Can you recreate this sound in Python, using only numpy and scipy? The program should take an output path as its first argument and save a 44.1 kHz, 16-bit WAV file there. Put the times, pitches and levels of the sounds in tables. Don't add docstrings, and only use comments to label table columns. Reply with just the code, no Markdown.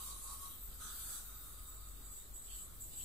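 import sys
import numpy as np
from scipy import signal
from scipy.fft import rfft, irfft, next_fast_len
from scipy.io import wavfile
from scipy.ndimage import uniform_filter1d, map_coordinates

SR = 44100
rng = np.random.default_rng(int(sys.argv[2]) if len(sys.argv) > 2 else 0)


def int16_out(signal):
    q = np.round(np.clip(np.atleast_2d(signal).T, -1, 1) * 32767)
    wavfile.write(sys.argv[1], SR, q.astype(np.int16))


def voltage_ratio(decibels):
    exponent = np.asarray(decibels, float) / 20
    return 10 ** exponent


N = 134064
TIME = np.arange(N) / SR
PATCH_DB, SHARED = 2, 0.16


def unit(x):
    return x / np.sqrt(np.mean(x ** 2) + 1e-20)


def along(points, hz):
    f, v = np.transpose(points)
    return np.interp(np.log(hz + 1), np.log(f + 1), v)


def curves(rows, t):
    s, *columns = np.transpose(rows)
    return [np.interp(t, s, column) for column in columns]


def wobble(rate):
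    knots = rng.standard_normal(int(N * rate / SR) + 4)
    return map_coordinates(knots, [np.arange(N) * rate / SR])


def hum(hz, wander, rate):
    return np.sqrt(2) * np.sin(2 * np.pi * hz * TIME + wander * wobble(rate))


def filtered(x, response):
    m = next_fast_len(N + SR // 2)
    return irfft(rfft(x, m) * response(np.fft.rfftfreq(m, 1 / SR)), m)[..., :N]


def peaks(rows):
    def response(f):
        return np.sqrt(sum(voltage_ratio(2 * db) / (1 + (2 * (f - c) / w) ** 2) ** 2 for c, w, db in rows))
    return response


def patchy(patchy_db, shared=0):
    left, right, common = rng.standard_normal((3, N))
    share = np.clip(shared, 0, 1)
    pair = np.sqrt(1 - share) * np.array([left, right]) + np.sqrt(share) * common
    z = signal.stft(pair, nperseg=512)[2]
    field = rng.standard_normal(z.shape[1:])
    field = uniform_filter1d(uniform_filter1d(field, 6, 0), 12, 1)
    return signal.istft(z * voltage_ratio(patchy_db * unit(field)), nperseg=512)[1][:, :N]


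def held(events, attack_s, release_s):
    level = 0
    for s, hold, db in events:
        rise = np.clip((TIME - s) / attack_s, 0, 1)
        level = level + voltage_ratio(db) * rise * np.exp(-np.maximum(TIME - s - hold, 0) / release_s)
    return level


# centre in Hz, width in Hz, level in dB.
DRONE_MODES = [(44, 9, -6), (68, 12, -10), (90, 18, -18), (398, 10, -28)]
# frequency in Hz, density in dB per Hz.
AIR_SPECTRUM = [(12, -31), (20, 1.5), (61, -10), (236, -19), (961, -29.5), (1250, -29), (2850, -33.5),
                (3730, -28), (6500, -39.5), (8450, -84), (14300, -120)]
# centre in Hz, width in Hz, level in dB.
CHAIR_MODES = [(70, 22, 6.5), (98, 33, 3.5), (140, 32, -4), (302, 180, -16.5)]
# frequency in Hz, left-right likeness [0 to 1].
LIKENESS = [(30, 0.99), (70, 0.52), (150, 0.4), (600, 0.48), (3000, 0.022)]


def machines():
    def pair(f):
        turn = np.arccos(np.clip(along(LIKENESS, f), -1, 1)) / 2
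        return np.array([np.cos(turn), np.sin(turn)])

    drone = unit(filtered(rng.standard_normal((2, N)), lambda f: peaks(DRONE_MODES)(f) * pair(f)))
    air = unit(filtered(patchy(1.2), lambda f: voltage_ratio(along(AIR_SPECTRUM, f)) * pair(f) * (f < 7000)))
    chair = unit(filtered(patchy(1.0), lambda f: peaks(CHAIR_MODES)(f) * pair(f)))
    chair_s, chair_long_s = 2.9, 0.43
    creep = voltage_ratio(-62.5) * np.exp(-(2 * (TIME - chair_s) / chair_long_s) ** 2)
    mid, side = voltage_ratio(-62) * drone + voltage_ratio(-62.5) * air + creep * chair
    motor_db = -59.5 + 3 * wobble(5.91)
    mid = mid + voltage_ratio(motor_db) * hum(48.84, wander=0.81, rate=8)
    return np.array([mid + side, mid - side])


# time in seconds, fine spray in dB, coarse spray in dB.
MIST_LEVELS = [(0.0, -50, -64), (0.18, -57, -54.5), (0.41, -50, -52.5), (0.69, -49, -72),
               (0.84, -53.5, -71), (0.99, -48, -52), (1.13, -56, -51.5), (1.35, -52, -71),
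               (1.44, -55.5, -56.5), (1.66, -56.5, -68), (2.5, -62, -74), (2.62, -59, -56),
               (2.69, -57, -63.5), (3.04, -59, -68)]
# frequency in Hz, density in dB per Hz.
FINE_SPECTRUM = [(6500, -23.5), (11000, -16), (13000, -1), (14300, 4), (15000, 3.5), (15800, -13)]
# centre in Hz, width in Hz, level in dB.
COARSE_MODES = [(9170, 1400, 0.5), (10350, 2000, -5.5), (12000, 1400, -4.5)]


def spray():
    fine_db, coarse_db = curves(MIST_LEVELS, TIME)
    fine = unit(filtered(patchy(3.2, SHARED), lambda f: voltage_ratio(along(FINE_SPECTRUM, f)) * (f > 5000)))
    coarse = unit(filtered(patchy(PATCH_DB, SHARED), peaks(COARSE_MODES)))
    fine_level = voltage_ratio(fine_db + 0.53 * wobble(28))
    coarse_level = voltage_ratio(coarse_db - 0.5 + 0.63 * wobble(9.8))
    return fine_level * fine + coarse_level * coarse


# start in seconds, end in seconds, pitch in Hz, width in Hz, level in dB.
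WHINE_TONES = [(-.1, .13, 14430, 45, -58), (.13, 1.75, 14423, 40, -70), (1.75, 3.1, 14423, 30, -67.5),
               (-.1, .56, 10430, 60, -64), (.25, .55, 13950, 40, -68), (.9, 1.1, 14130, 25, -65),
               (1.08, 1.65, 13390, 60, -65), (1.06, 1.3, 15500, 60, -67), (1.4, 1.7, 9300, 70, -66),
               (1.85, 2.25, 9300, 80, -73), (1.25, 2.25, 3720, 170, -73), (1.2, 2.2, 4720, 90, -74.5),
               (-.1, .16, 3850, 300, -65.5), (.4, .55, 3850, 200, -72), (.8, .93, 3550, 90, -70),
               (1.07, 1.2, 6803, 30, -69), (1.07, 1.2, 9207, 25, -67), (1.67, 1.71, 7880, 60, -58),
               (2.09, 2.2, 7880, 90, -62), (2.34, 2.45, 7850, 110, -60), (2.5, 2.65, 7700, 90, -60),
               (2.8, 2.86, 7720, 90, -59), (2.8, 2.85, 12070, 80, -64), (2.03, 2.2, 7085, 90, -70),
               (2.55, 2.68, 9600, 150, -68), (-.1, .14, 4500, 450, -66), (.25, .44, 4600, 350, -71),
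               (.8, 1.18, 4600, 800, -66), (1.03, 1.13, 11500, 300, -64), (2.96, 3.1, 7250, 200, -62)]


def whine():
    edge_s = 0.016
    out = 0
    for start, end, hz, wide, db in WHINE_TONES:
        tone = unit(filtered(rng.standard_normal((2, N)), peaks([(hz, wide, 0)])))
        spell = np.clip(np.minimum(TIME - start, end - TIME) / edge_s + .5, 0, 1)
        out = out + voltage_ratio(db + 1.5 * wobble(9.04)) * spell * tone
    return out


# centre in seconds, length in seconds, level in dB.
STROKES = [
    (0.518, 0.1, -68),
    (0.73, 0.06, -68),
    (0.98, 0.14, -64),
    (2.52, 0.1, -59),
    (2.6, 0.059, -67),
    (2.932, 0.054, -61),
    (3.006, 0.066, -56),
]
# centre in Hz, width in Hz, level in dB.
TOOTH_MODES = [(3150, 800, 0), (4400, 1500, -6), (11800, 900, -3)]


def scrape():
    stroke = sum(voltage_ratio(db) * np.exp(-(2 * (TIME - s) / long) ** 2) for s, long, db in STROKES)
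    return stroke * unit(filtered(patchy(2.7, SHARED), peaks(TOOTH_MODES)))


# start in seconds, hold in seconds, level in dB.
ENAMEL_TOUCHES = [(0.209, 0.043, -53.5), (0.828, 0.11, -57), (0.981, 0.19, -54.5), (1.665, 0.016, -51),
                  (1.724, 0.038, -63), (1.858, 0.035, -68), (2.005, 0.078, -60.5), (2.1, 0.073, -56),
                  (2.329, 0.034, -53.5), (2.407, 0.12, -60), (2.49, 0.12, -52), (2.795, 0.028, -48.5),
                  (2.9, 0.083, -57), (2.96, 0.1, -51.5)]
# centre in Hz, width in Hz, level in dB.
SQUEAL_MODES = [(7170, 390, -8), (7810, 330, 0), (8330, 320, -8), (9600, 160, -19), (12260, 1050, -10)]


def squeal():
    press = voltage_ratio(-63) + held(ENAMEL_TOUCHES, attack_s=0.02, release_s=0.038)
    chatter = voltage_ratio(1.5 * wobble(30.08))
    return press * chatter * unit(filtered(patchy(1.5, SHARED), peaks(SQUEAL_MODES)))


# start in seconds, hold in seconds, level in dB.
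GULPS = [
    (.8, 0.075, -53.5),
    (0.99, 0.19, -59.5),
    (-0.125, 0.14, -60.5),
]
# centre in Hz, width in Hz, level in dB.
GULP_MODES = [(3560, 410, 3.5), (4450, 530, -3), (6130, 1000, 3.5), (8200, 1800, -5), (11600, 560, -4)]


def slurps():
    gulp = held(GULPS, attack_s=0.013, release_s=0.035)
    return gulp * unit(filtered(patchy(PATCH_DB, SHARED), peaks(GULP_MODES)))


# centre in Hz, width in Hz, level in dB.
TUBE_MODES = [(3826, 270, 3.5), (4645, 530, -2), (5890, 190, -8.5), (9470, 64, 0), (10620, 67, 5.5),
              (11220, 790, -2)]
# frequency in Hz, density in dB per Hz.
JET_SPECTRUM = [(290, -34), (500, -17), (1010, -13), (1120, -11), (1920, -21), (5580, -12), (8010, 0),
                (13900, -14.5), (15800, -16)]
# time in seconds, air flow in dB, cavity strength in dB,
# cavity pitch in Hz, tube whistle in dB.
SUCTION_MOVES = [(0.0, -56.5, -60, 1180, -68), (0.08, -57, -59, 1120, -56.5), (0.2, -63, -70, 1140, -67.5),
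                 (0.31, -56.5, -58, 1130, -54.5), (0.38, -63, -67, 1210, -65),
                 (0.43, -58, -61.5, 1170, -52), (0.57, -68, -77, 1180, -88), (0.785, -67.5, -72, 1340, -90),
                 (0.815, -57.5, -57, 1320, -70), (0.98, -61, -62, 1365, -74), (1.13, -56, -60.5, 1410, -78),
                 (1.26, -65.5, -67, 1283, -82), (1.77, -69, -68.5, 1246, -80), (2.4, -71, -77.5, 1270, -84),
                 (2.53, -68, -72, 1290, -84), (2.67, -72, -73, 1270, -79), (3.01, -66.5, -85, 1310, -88),
                 (3.04, -69, -80, 1340, -88)]


def mouth_cavity():
    f, t, z = signal.stft(patchy(0.84, shared=0.65), SR, nperseg=1024)
    pitch = curves(SUCTION_MOVES, t)[2]
    width_hz, skirt_hz = 190, 500
    off = 2 * (f[:, None] - pitch)
    upper_off = 2 * (f[:, None] - 1.22 * pitch)
    main = 1 / (1 + (off / width_hz) ** 2)
    skirt = voltage_ratio(-4) / (1 + (off / skirt_hz) ** 4)
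    upper = voltage_ratio(-12) * (pitch > 1280) / (1 + (upper_off / width_hz) ** 2)
    return unit(signal.istft(z * (main + skirt + upper), SR, nperseg=1024)[1][:, :N])


def suction():
    flow_db, cavity_db, _, whistle_db = curves(SUCTION_MOVES, TIME)
    tube = peaks(TUBE_MODES)
    jet = filtered(patchy(PATCH_DB, SHARED),
                   lambda f: voltage_ratio(along(JET_SPECTRUM, f)) * (1 + 1.54 * tube(f)) * (f > 300))
    whistle = hum(1107, wander=1.5, rate=20) * voltage_ratio(3.5 * wobble(20))
    jet_level = voltage_ratio(flow_db + 8.5 + 0.89 * wobble(13.73))
    cavity_level = voltage_ratio(cavity_db + 1.3 * wobble(8.97))
    return jet_level * unit(jet) + cavity_level * mouth_cavity() + voltage_ratio(whistle_db - 0.5) * whistle


def room(x):
    t60_s, wet_db = 0.17, -1
    half = SR // 2
    t = np.arange(half) / SR
    tail = rng.standard_normal((2, half)) * voltage_ratio(-60 * t / t60_s) * (t > .003)
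    tail = tail / np.linalg.norm(tail[0])
    led_in = np.c_[x[:, half:0:-1], x]
    wet = signal.fftconvolve(led_in, tail, axes=1)[:, half:half + N]
    return (x + voltage_ratio(wet_db) * wet) / np.sqrt(1 + voltage_ratio(2 * wet_db))


def scene():
    scaler = squeal() + spray() + whine() + scrape()
    return room(suction() + scaler + slurps()) + machines()


# frequency in Hz, left over right in dB.
PORT_LEAN = [(30, 2.5), (150, .5), (600, -1), (1200, -.5), (2000, -2), (3000, -6), (3700, -8), (5500, -.3),
             (14000, 1)]


def microphones(x):
    def colour(f):
        notch = -5 / (1 + (2 * (f - 5100) / 220) ** 2)
        return along(PORT_LEAN, f) / 2 * np.array([[1], [-1]]) + notch
    return filtered(x, lambda f: voltage_ratio(colour(f)))


# start in seconds, end in seconds.
OPEN_SPELLS = [(1.07, 1.29), (1.42, 1.78), (1.87, 2.09), (2.13, 2.22), (2.27, 2.46), (2.49, 2.64),
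               (2.74, 2.81), (2.93, 3.01)]
# frequency in Hz, share dropped [0 to 1].
BAND_DROPS = [(3000, 0), (4000, .04), (5100, .14), (6500, .09), (7100, 0), (8800, .015), (10300, .03),
              (11300, .01), (12600, .05), (14500, .05)]
# frequency in Hz, share dropped [0 to 1].
LINE_DROPS = [(1800, 0), (2600, .12), (3600, .06), (5200, .15), (6800, .08), (8000, .04), (11000, .1),
              (12600, .2), (15500, .35)]


def thinned(x):
    f, t, z = signal.stft(x, SR, nperseg=1024)

    def blocks(high, long):
        draws = rng.random((len(f) // high + 1, len(t) // long + 1))
        return np.kron(draws, np.ones((high, long)))[:len(f), :len(t)]

    open_hz, closed_hz, spread_hz = 15720, 14950, 330
    is_open = sum((t > a) & (t < b) for a, b in OPEN_SPELLS) > 0
    steps = np.repeat(rng.standard_normal(len(t)), 3)[:len(t)]
    top = np.where(is_open, open_hz, np.minimum(closed_hz + spread_hz * steps, open_hz))
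    band_kept = blocks(6, 5) >= along(BAND_DROPS, f)[:, None]
    line_kept = blocks(2, 4) >= along(LINE_DROPS, f)[:, None]
    size = uniform_filter1d(abs(z).mean(0), size=5, axis=1)
    strong = size > voltage_ratio(7) * uniform_filter1d(size, size=25, axis=0)
    keep = (strong | line_kept) & (f[:, None] < top) & band_kept
    return signal.istft(z * keep, SR, nperseg=1024)[1][:, :N]


def low_pass(x):
    return signal.sosfilt(signal.butter(12, 16070, fs=SR, output="sos"), x)


def record(dry):
    mix = thinned(microphones(dry)) - .0009
    return low_pass(mix)


dry = scene()
out = record(dry)
int16_out(out)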